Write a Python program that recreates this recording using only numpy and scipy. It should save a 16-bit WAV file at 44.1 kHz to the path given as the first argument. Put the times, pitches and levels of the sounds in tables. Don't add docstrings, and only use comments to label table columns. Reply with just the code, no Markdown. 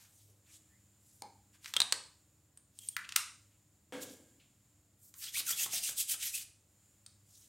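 import sys
import numpy as np
from scipy import signal
from scipy.fft import rfft, irfft, next_fast_len
from scipy.io import wavfile
from scipy.ndimage import uniform_filter1d, map_coordinates

SR = 44100
rng = np.random.default_rng(int(sys.argv[2]) if len(sys.argv) > 2 else 0)


def to_wav(sig):
    pcm = np.clip(np.atleast_2d(sig), -1, 1) * 32767
    pcm = np.round(pcm).astype(np.int16)
    wavfile.write(sys.argv[1], SR, pcm.T)


N = 329868

# frequency in Hz, rms level in dB before it flutters.
FAN_TONES = [(58.5, -90), (81, -82), (101, -76), (199.5, -83.5), (296, -88), (314, -87.5), (565, -98)]
# frequency in Hz, relative level in dB.
FAN_AIR_COLOUR = [(25, -25.5), (45, -17), (65, -5), (95, -2.5), (125, -2.5), (160, -9), (290, -14),
                  (380, -18.5), (650, -21), (1000, -25.5), (3000, -32)]
# frequency in Hz, relative level in dB.
MIC_HISS_COLOUR = [(300, -16), (1200, 0.5), (5000, 0.5), (6200, 0.5), (6850, 13.5), (7250, 17), (7800, 8.5),
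                   (9000, 5.5), (11000, 0), (15500, -1.5)]
# frequency in Hz, relative level in dB.
SIDE_AIR_COLOUR = [(25, -4), (90, -5.5), (200, -11), (500, -12.5), (1500, -19.5), (7000, -16),
                   (15000, -24.5)]
TOP_HZ = 15900

# frequency in Hz, time to fall by 60 dB in seconds.
ROOM_FADE = [(150, .7), (400, 0.4), (900, 0.4), (2000, 0.4), (5000, 0.44), (9000, 0.44), (15000, 0.12)]
# frequency in Hz, relative level in dB.
ROOM_ANSWER_COLOUR = [(150, 4.5), (1000, 6), (3000, -1.5), (8000, -3), (15000, 0)]

# start in seconds, level in dB, centre frequency in Hz.
DISTANT_SCUFFS = [(0.282, -72.5, 440), (3.505, -78, 2620), (4.005, -59, 3500), (4.396, -67, 2890)]

THUMP_S = 3.9235
# frequency in Hz, relative level in dB,
# time to fall by 60 dB in seconds before stretching.
THUMP_TONES = [(275, 3.5, 0.85), (504, 7, 0.56), (774, -3, 0.43), (740, -11, 0.27), (1114, -11, 0.35),
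               (1430, -17, 0.33), (1615, -9, 0.63), (1696, -15, 0.24), (1879, -14, 0.17), (2200, -3, 0.41)]
# frequency in Hz, relative level in dB.
THUMP_COLOUR = [(60, -34), (120, -10), (190, -4), (280, 8), (380, -4), (520, 6.5), (680, -5.5),
                (1200, -7.5), (1650, -5), (2200, -8.5), (3300, -13.5), (5000, -18.5), (8000, -18),
                (15000, -31)]
# centre in Hz, width in Hz before widening, level in dB.
LOOSE_PARTS = [(1634, 92, -24.5), (2180, 89, -29), (3270, 300, -25)]

# frequency in Hz, relative level in dB.
SKIN_COLOUR = [(70, 6.5), (160, -1.5), (300, -12), (450, -7), (1000, -12), (2800, -3.5), (4400, -4),
               (6500, 0.5), (8500, 2), (10000, -2), (12500, -0.5), (15500, -6.5)]
# middle in seconds, half of the whole swell in seconds,
# level in dB at full speed, lower edge in Hz before a small shift down, brightness in dB per octave above it.
SINGLE_SLIDES = [(.0, 0.26, -62.5, 890, -3), (.2, .46, -67.5, 3000, -.5), (0.509, 0.13, -65, 1600, -3.5),
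                 (.548, .085, -57.5, 4140, -7), (1.125, .28, -66, 6400, -5), (1.55, .052, -66.5, 1200, -6),
                 (1.677, .13, -53.5, 2000, -3.5), (2.86, .23, -56, 2900, -.8),
                 (3.05, .02, -49.5, 2400, -16), (4.028, .055, -44.5, 3020, -0.5),
                 (4.095, .21, -57.5, 4040, -4), (5.06, .17, -61.5, 6800, 0),
                 (5.197, 0.098, -50.5, 4000, 5.5), (6.416, .073, -47, 2010, -1.5),
                 (7.388, .3, -62, 3600, -2)]
# middle in seconds, half of the whole swell in seconds,
# level in dB, middle note in Hz, glide in octaves from the middle to either end.
FINGER_SQUEAKS = [(.74, .12, -76, 1900, .45), (2.822, .1, -66, 3250, .1), (2.94, .04, -63.5, 3300, -.1)]

POP_S = 1.221
# centre in Hz, width in Hz before narrowing, level in dB.
POP_RINGS = [(827, 140, 2), (376.5, 640, -10.5), (2220, 400, -13.5), (4540, 1400, -9.5),
             (6840, 3100, -15.5), (9000, 900, -8.5), (12300, 3500, -24), (1420, 570, -20)]

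# frequency in Hz, relative level in dB.
SNAP_COLOUR = [(100, -3), (300, -9), (750, -7.5), (1200, -1), (2200, -0.5), (5000, 0.5), (8500, -2),
               (11000, -5), (15500, -3)]
# start in seconds, level in dB, ring in Hz,
# ring width in Hz, upper ring in dB, snap in dB, lower edge in Hz, upper edge in Hz, room answer in dB.
CRACKS_AND_TICKS = [(1.645, -17, 4270, 1498, -12, -6, 1000, 9000, -1),
                    (1.659, -10, 2120, 1200, -14.5, -5.5, 950, 7500, -8.5),
                    (1.7384, 0, 3600, 700, -20.5, -7.5, 880, 10000, -6),
                    (1.7655, 18, 3330, 480, -17, -19.5, 440, 10000, -10.5),
                    (1.8028, 15, 3840, 900, -6.5, -14, 221, 10200, -6.5),
                    (1.8175, 17, 3960, 634, -12.5, -21, 199.3, 7000, -25),
                    (1.924, 11, 4420, 900, -1.5, -9.5, 252, 9000, -8.5),
                    (2.574, -16.5, 8700, 1400, -12, -19, 700, 14100, -5),
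                    (2.789, -18.5, 3340, 899, 8, -8, 2674, 13800, -13),
                    (2.887, 6.5, 8800, 800, -15, -26, 2600, 15000, -13),
                    (2.9658, 4.5, 1750, 1200, -25, -14, 1100, 17000, -6),
                    (3.091, -10.5, 2920, 900, -14, -4.5, 1088, 8500, -4),
                    (3.1224, -8.5, 2900, 897, -14.5, -4.5, 1060, 8200, -7),
                    (3.1595, -5, 6200, 1300, -14, -4, 960, 12000, 2),
                    (3.1619, 4.5, 3040, 704, 2.5, 1, 1135, 17130, -5.5),
                    (5.1405, -23, 6800, 2500, -5, -7, 1000, 17000, -1),
                    (7.063, -19, 4600, 2500, 3, -15, 400, 12000, -4.5)]
UPPER_RING_HZ, UPPER_Q = 8430, 5

# start in seconds, level in dB, ring of the hollow in Hz.
PALM_PATS = [(5.372, -13, 1190), (5.402, -10, 2600), (5.505, -7, 2080), (5.609, -16.5, 910),
             (5.64, -16, 400), (5.6611, -5.5, 990), (5.734, -9, 695), (5.89, -11, 1590),
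             (5.895, -13.5, 536), (6.142, -12.5, 1500)]
PAT_Q, PAT_TOP_HZ = 3.2, 8240
FLESH_HZ, FLESH_WIDTH_HZ, FLESH_DB = 262, 570, -11.5

# middle in seconds, half of the whole swell in seconds, level in dB,
# brightness in dB per octave, opening note in Hz, its glide in octaves from the middle to either end,
# opening note in dB and closing note in dB, both relative to the level.
PALM_STROKES = [(5.254, 0.13, -43, -1.7, 1600, -0.36, -20, -7),
                (5.376, .108, -34.5, -2.5, 2350, .75, -8.5, -18),
                (5.5, .1, -32, -0.5, 1480, -.45, -16, -12),
                (5.613, .125, -32.5, -.5, 2746, .15, -11, -11.5),
                (5.756, .125, -35, -3, 2650, 0.26, -22, -21),
                (5.867, .135, -34, -1.5, 2820, -.05, -12, -19),
                (6.002, .08, -30.5, 0, 3200, -0.1, -25, -27),
                (6.116, .087, -31.5, -.5, 3150, -0.12, -14, -20),
                (6.251, 0.13, -35.5, -2, 2300, -.25, -20, -20), (6.361, .095, -36, -.6, 2600, .3, -11, -22)]
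PALM_EDGE_HZ, EDGE_FOLLOWS = 2400, 0.49
NOTE_LEAD_S, NOTE_HALF_S = .016, .038
CLOSING_LAG_S, CLOSING_HZ, CLOSING_GLIDE_OCT = .027, 3200, .55


def amp(db):
    return 10 ** (np.asarray(db) / 20)


def unit(x):
    return x / np.sqrt(np.mean(x ** 2) + 1e-20)


def along(points, hz):
    f, v = np.transpose(points)
    return np.interp(np.log(hz + 1), np.log(f + 1), v)


def add(track, s, x):
    i = round(s * SR)
    x = x[max(-i, 0):N - i]
    track[max(i, 0):][:len(x)] += x


def wobble(rate, size):
    knots = rng.standard_normal(int(size * rate / SR) + 4)
    return map_coordinates(knots, [np.arange(size) * rate / SR])


def filtered(x, response):
    m = next_fast_len(len(x) + 8192)
    return irfft(rfft(x, m) * response(np.fft.rfftfreq(m, 1 / SR)), m)[:len(x)]


def noise(spectrum, size):
    return unit(filtered(rng.standard_normal(size), lambda hz: amp(along(spectrum, hz))))


def resonance(hz, centre, width):
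    return (hz * width) ** 2 / ((centre ** 2 - hz ** 2) ** 2 + (hz * width) ** 2)


def band(hz, low_hz, high_hz, leak_db=-27):
    lower = amp(leak_db) + 1 / np.sqrt(1 + (low_hz / (hz + 1)) ** 12)
    return lower / np.sqrt(1 + (hz / high_hz) ** 6)


def dying(spectrum, t60s, size=SR):
    hz, t, z = signal.stft(noise(spectrum, size), SR, nperseg=256)
    fade = amp(-60 * t / along(t60s, hz)[:, None])
    tail = signal.istft(z * fade, SR, nperseg=256)[1][:size]
    return tail / np.linalg.norm(tail)


def room(x, gap=0.006):
    tail = dying(ROOM_ANSWER_COLOUR, ROOM_FADE)
    fade_in = np.clip(np.arange(len(tail)) / (gap * SR) - .5, 0, 1)
    return signal.fftconvolve(x, tail * fade_in)


def impact(power, spread=0.0012, size=4096):
    cepstrum = irfft(np.log(power(np.fft.rfftfreq(size, 1 / SR)) + 1e-12) / 2)
    cepstrum[1:size // 2] *= 2
    cepstrum[size // 2:] = 0
    scatter = rfft(rng.standard_normal(size) * np.exp(-np.arange(size) / (spread * SR)))
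    scatter /= np.sqrt(np.abs(uniform_filter1d(np.abs(scatter) ** 2, size=50)))
    return irfft(np.exp(rfft(cepstrum)) * scatter)[:size // 2]


def contact(start_s, pulse, room_db, bounce_db=-10, bounce_s=.0037):
    out = np.zeros(N)
    add(out, start_s, pulse)
    add(out, start_s + bounce_s, amp(bounce_db) * pulse)
    add(out, start_s, amp(room_db) * room(pulse))
    return out


def swell(length, sharpness):
    return np.exp(-np.abs(np.linspace(-3, 3, int(2 * length * SR))) ** sharpness)


def patchy(x, depth_db, across=8, along_time=9):
    z = signal.stft(x, nperseg=256)[2]
    field = rng.standard_normal(z.shape)
    for _ in range(2):
        field = uniform_filter1d(field, round(across), axis=0)
        field = uniform_filter1d(field, round(along_time), axis=1)
    return signal.istft(z * amp(depth_db * unit(field)), nperseg=256)[1][:len(x)]


def friction(length, edge_hz, tilt_db, sharpness, catch_db=1.5, patchy_db=2, leak_db=-25):
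    speed = swell(length, sharpness)
    size = len(speed)
    uneven = rng.standard_normal(size) * amp(catch_db * wobble(160, size))
    slips = patchy(uneven, patchy_db)

    def colour(hz):
        low_cut = amp(leak_db) + hz ** 4 / (hz ** 4 + (.85 * edge_hz) ** 4)
        octaves_above = np.log2(np.maximum(hz, edge_hz) / edge_hz)
        return low_cut * amp(along(SKIN_COLOUR, hz) + tilt_db * octaves_above)

    return speed * unit(filtered(slips, colour))


def whistle(length, note_hz, glide_oct, width_hz=300, sharpness=2.7):
    flow = swell(length, sharpness)
    size = len(flow)
    pitch = note_hz * 2 ** (glide_oct * np.linspace(-1, 1, size))
    phase = 2 * np.pi * np.cumsum(pitch) / SR
    return flow * unit(wobble(width_hz, size) * np.cos(phase) + wobble(width_hz, size) * np.sin(phase))


def fan(air_db=-73, waver=.35, flutter_db=3.0):
    t = np.arange(N) / SR
    hum = np.zeros(N)
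    for hz, db in FAN_TONES:
        level = amp(db + flutter_db * wobble(5, N)) * np.sqrt(2)
        hum += level * np.sin(2 * np.pi * hz * t + waver * wobble(7.9, N))
    return hum + amp(air_db) * noise(FAN_AIR_COLOUR, N)


def microphone_hiss(hiss_db=-74, waver_db=-3.0):
    return amp(hiss_db + waver_db * wobble(3.8, N)) * noise(MIC_HISS_COLOUR, N)


def scuffs(rise_s=0.0022, t60=0.45, q=1.55):
    out, t = np.zeros(N), np.arange(SR) / SR
    for s, db, centre_hz in DISTANT_SCUFFS:
        hiss = unit(filtered(rng.standard_normal(SR), lambda hz: resonance(hz, centre_hz, centre_hz / q)))
        add(out, s, amp(db) * hiss * (1 - np.exp(-t / rise_s)) * amp(-60 * t / t60))
    return out


def thump(body_db=-10, modes_db=-15, knock_db=-22, waver=0.66, rise_s=0.0048, stretch=1.12, rattle_t60=0.81):
    out, t = np.zeros(N), np.arange(SR) / SR
    ring = np.zeros(SR)
    for hz, db, t60 in THUMP_TONES:
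        fade = amp(db - 60 * t / (stretch * t60))
        ring += fade * np.sin(2 * np.pi * hz * t + waver * wobble(39.5, SR))
    ring /= np.linalg.norm(ring)
    body = dying(THUMP_COLOUR, [(200, 1.0), (600, 0.73), (2000, 0.45), (10000, 1.0)])
    add(out, THUMP_S, (amp(modes_db) * ring + amp(body_db) * body) * (1 - np.exp(-t / rise_s)))
    knock = impact(lambda hz: amp(along(THUMP_COLOUR, hz)) ** 2)
    add(out, THUMP_S, amp(knock_db) * knock / np.linalg.norm(knock))
    for centre, width, db in LOOSE_PARTS:
        rattle = filtered(rng.standard_normal(SR), lambda hz: resonance(hz, centre, 1.6 * width))
        rattle *= amp(-60 * t / rattle_t60)
        add(out, THUMP_S, amp(db) * rattle / np.linalg.norm(rattle))
    return out


def sliding(sharpness=2.2):
    out = np.zeros(N)
    for s, length, db, edge_hz, tilt_db in SINGLE_SLIDES:
        add(out, s - length, amp(db) * friction(length, edge_hz, tilt_db, sharpness))
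    for s, length, db, note_hz, glide_oct in FINGER_SQUEAKS:
        add(out, s - length, amp(db) * whistle(length, note_hz, glide_oct))
    return out


def pop(level_db=-1, room_db=-3.5, dull_hz=8000):
    out = np.zeros(N)

    def power(hz):
        return sum(amp(db) ** 2 * resonance(hz, centre, 0.88 * width) ** 2 for centre, width, db in POP_RINGS)

    pulse = amp(level_db) * impact(power)
    add(out, POP_S, pulse)
    add(out, POP_S, amp(room_db) * filtered(room(pulse), lambda hz: 1 / (1 + (hz / dull_hz) ** 2)))
    return out


def cracks_and_ticks(spread=.0016):
    out = np.zeros(N)
    for s, db, ring_hz, width_hz, upper_db, snap_db, low_hz, high_hz, room_db in CRACKS_AND_TICKS:
        def power(hz):
            own_ring = resonance(hz, ring_hz, width_hz) ** 2
            upper_ring = amp(upper_db) ** 2 * resonance(hz, UPPER_RING_HZ, UPPER_RING_HZ / UPPER_Q) ** 2
            snap = amp(snap_db + along(SNAP_COLOUR, hz)) ** 2
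            return (own_ring + upper_ring + snap) * band(hz, low_hz, high_hz) ** 2

        out += contact(s, amp(db) * impact(power, spread), room_db)
    return out


def pats(snap_db=-8, low_hz=90, room_db=-6, spread=0.0028):
    out = np.zeros(N)
    for s, db, hollow_hz in PALM_PATS:
        def power(hz):
            hollow = resonance(hz, hollow_hz, hollow_hz / PAT_Q) ** 2
            flesh = amp(FLESH_DB) ** 2 * resonance(hz, FLESH_HZ, FLESH_WIDTH_HZ) ** 2
            snap = amp(snap_db + along(SNAP_COLOUR, hz)) ** 2
            return (hollow + flesh + snap) * band(hz, low_hz, PAT_TOP_HZ) ** 2

        out += contact(s, amp(db) * impact(power, spread), room_db)
    return out


def rubbing(sharpness=2.19):
    out = np.zeros(N)
    for s, length, db, tilt_db, note_hz, glide_oct, opening_db, closing_db in PALM_STROKES:
        edge_hz = PALM_EDGE_HZ * (note_hz / PALM_EDGE_HZ) ** EDGE_FOLLOWS
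        add(out, s - length, amp(db) * friction(length, edge_hz, tilt_db, sharpness))
        opening = whistle(NOTE_HALF_S, note_hz, glide_oct)
        add(out, s - NOTE_LEAD_S - NOTE_HALF_S, amp(db + opening_db) * opening)
        closing = whistle(NOTE_HALF_S, CLOSING_HZ, CLOSING_GLIDE_OCT)
        add(out, s + CLOSING_LAG_S - NOTE_HALF_S, amp(db + closing_db) * closing)
    return out


def scene(rub_room_db=-8, side_db=-86, unlike_db=-41):
    hands = rubbing() + sliding()
    hands_in_room = hands + amp(rub_room_db) * room(hands)[:N]
    sounds = hands_in_room + cracks_and_ticks() + pats() + pop() + thump() + scuffs()
    mid = sounds + fan() + microphone_hiss()
    side = amp(side_db) * noise(SIDE_AIR_COLOUR, N) + amp(unlike_db) * room(sounds)[:N]
    return np.array([mid + side, mid - side])


def record(dry, bass_hz=42):
    def response(hz):
        bass_cut = hz ** 2 / np.hypot(hz ** 2, bass_hz ** 2)
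        return bass_cut * np.clip((TOP_HZ - hz) / 200 + .5, 0, 1)

    return np.array([filtered(x, response) for x in dry])


dry = scene()
out = record(dry)
to_wav(out)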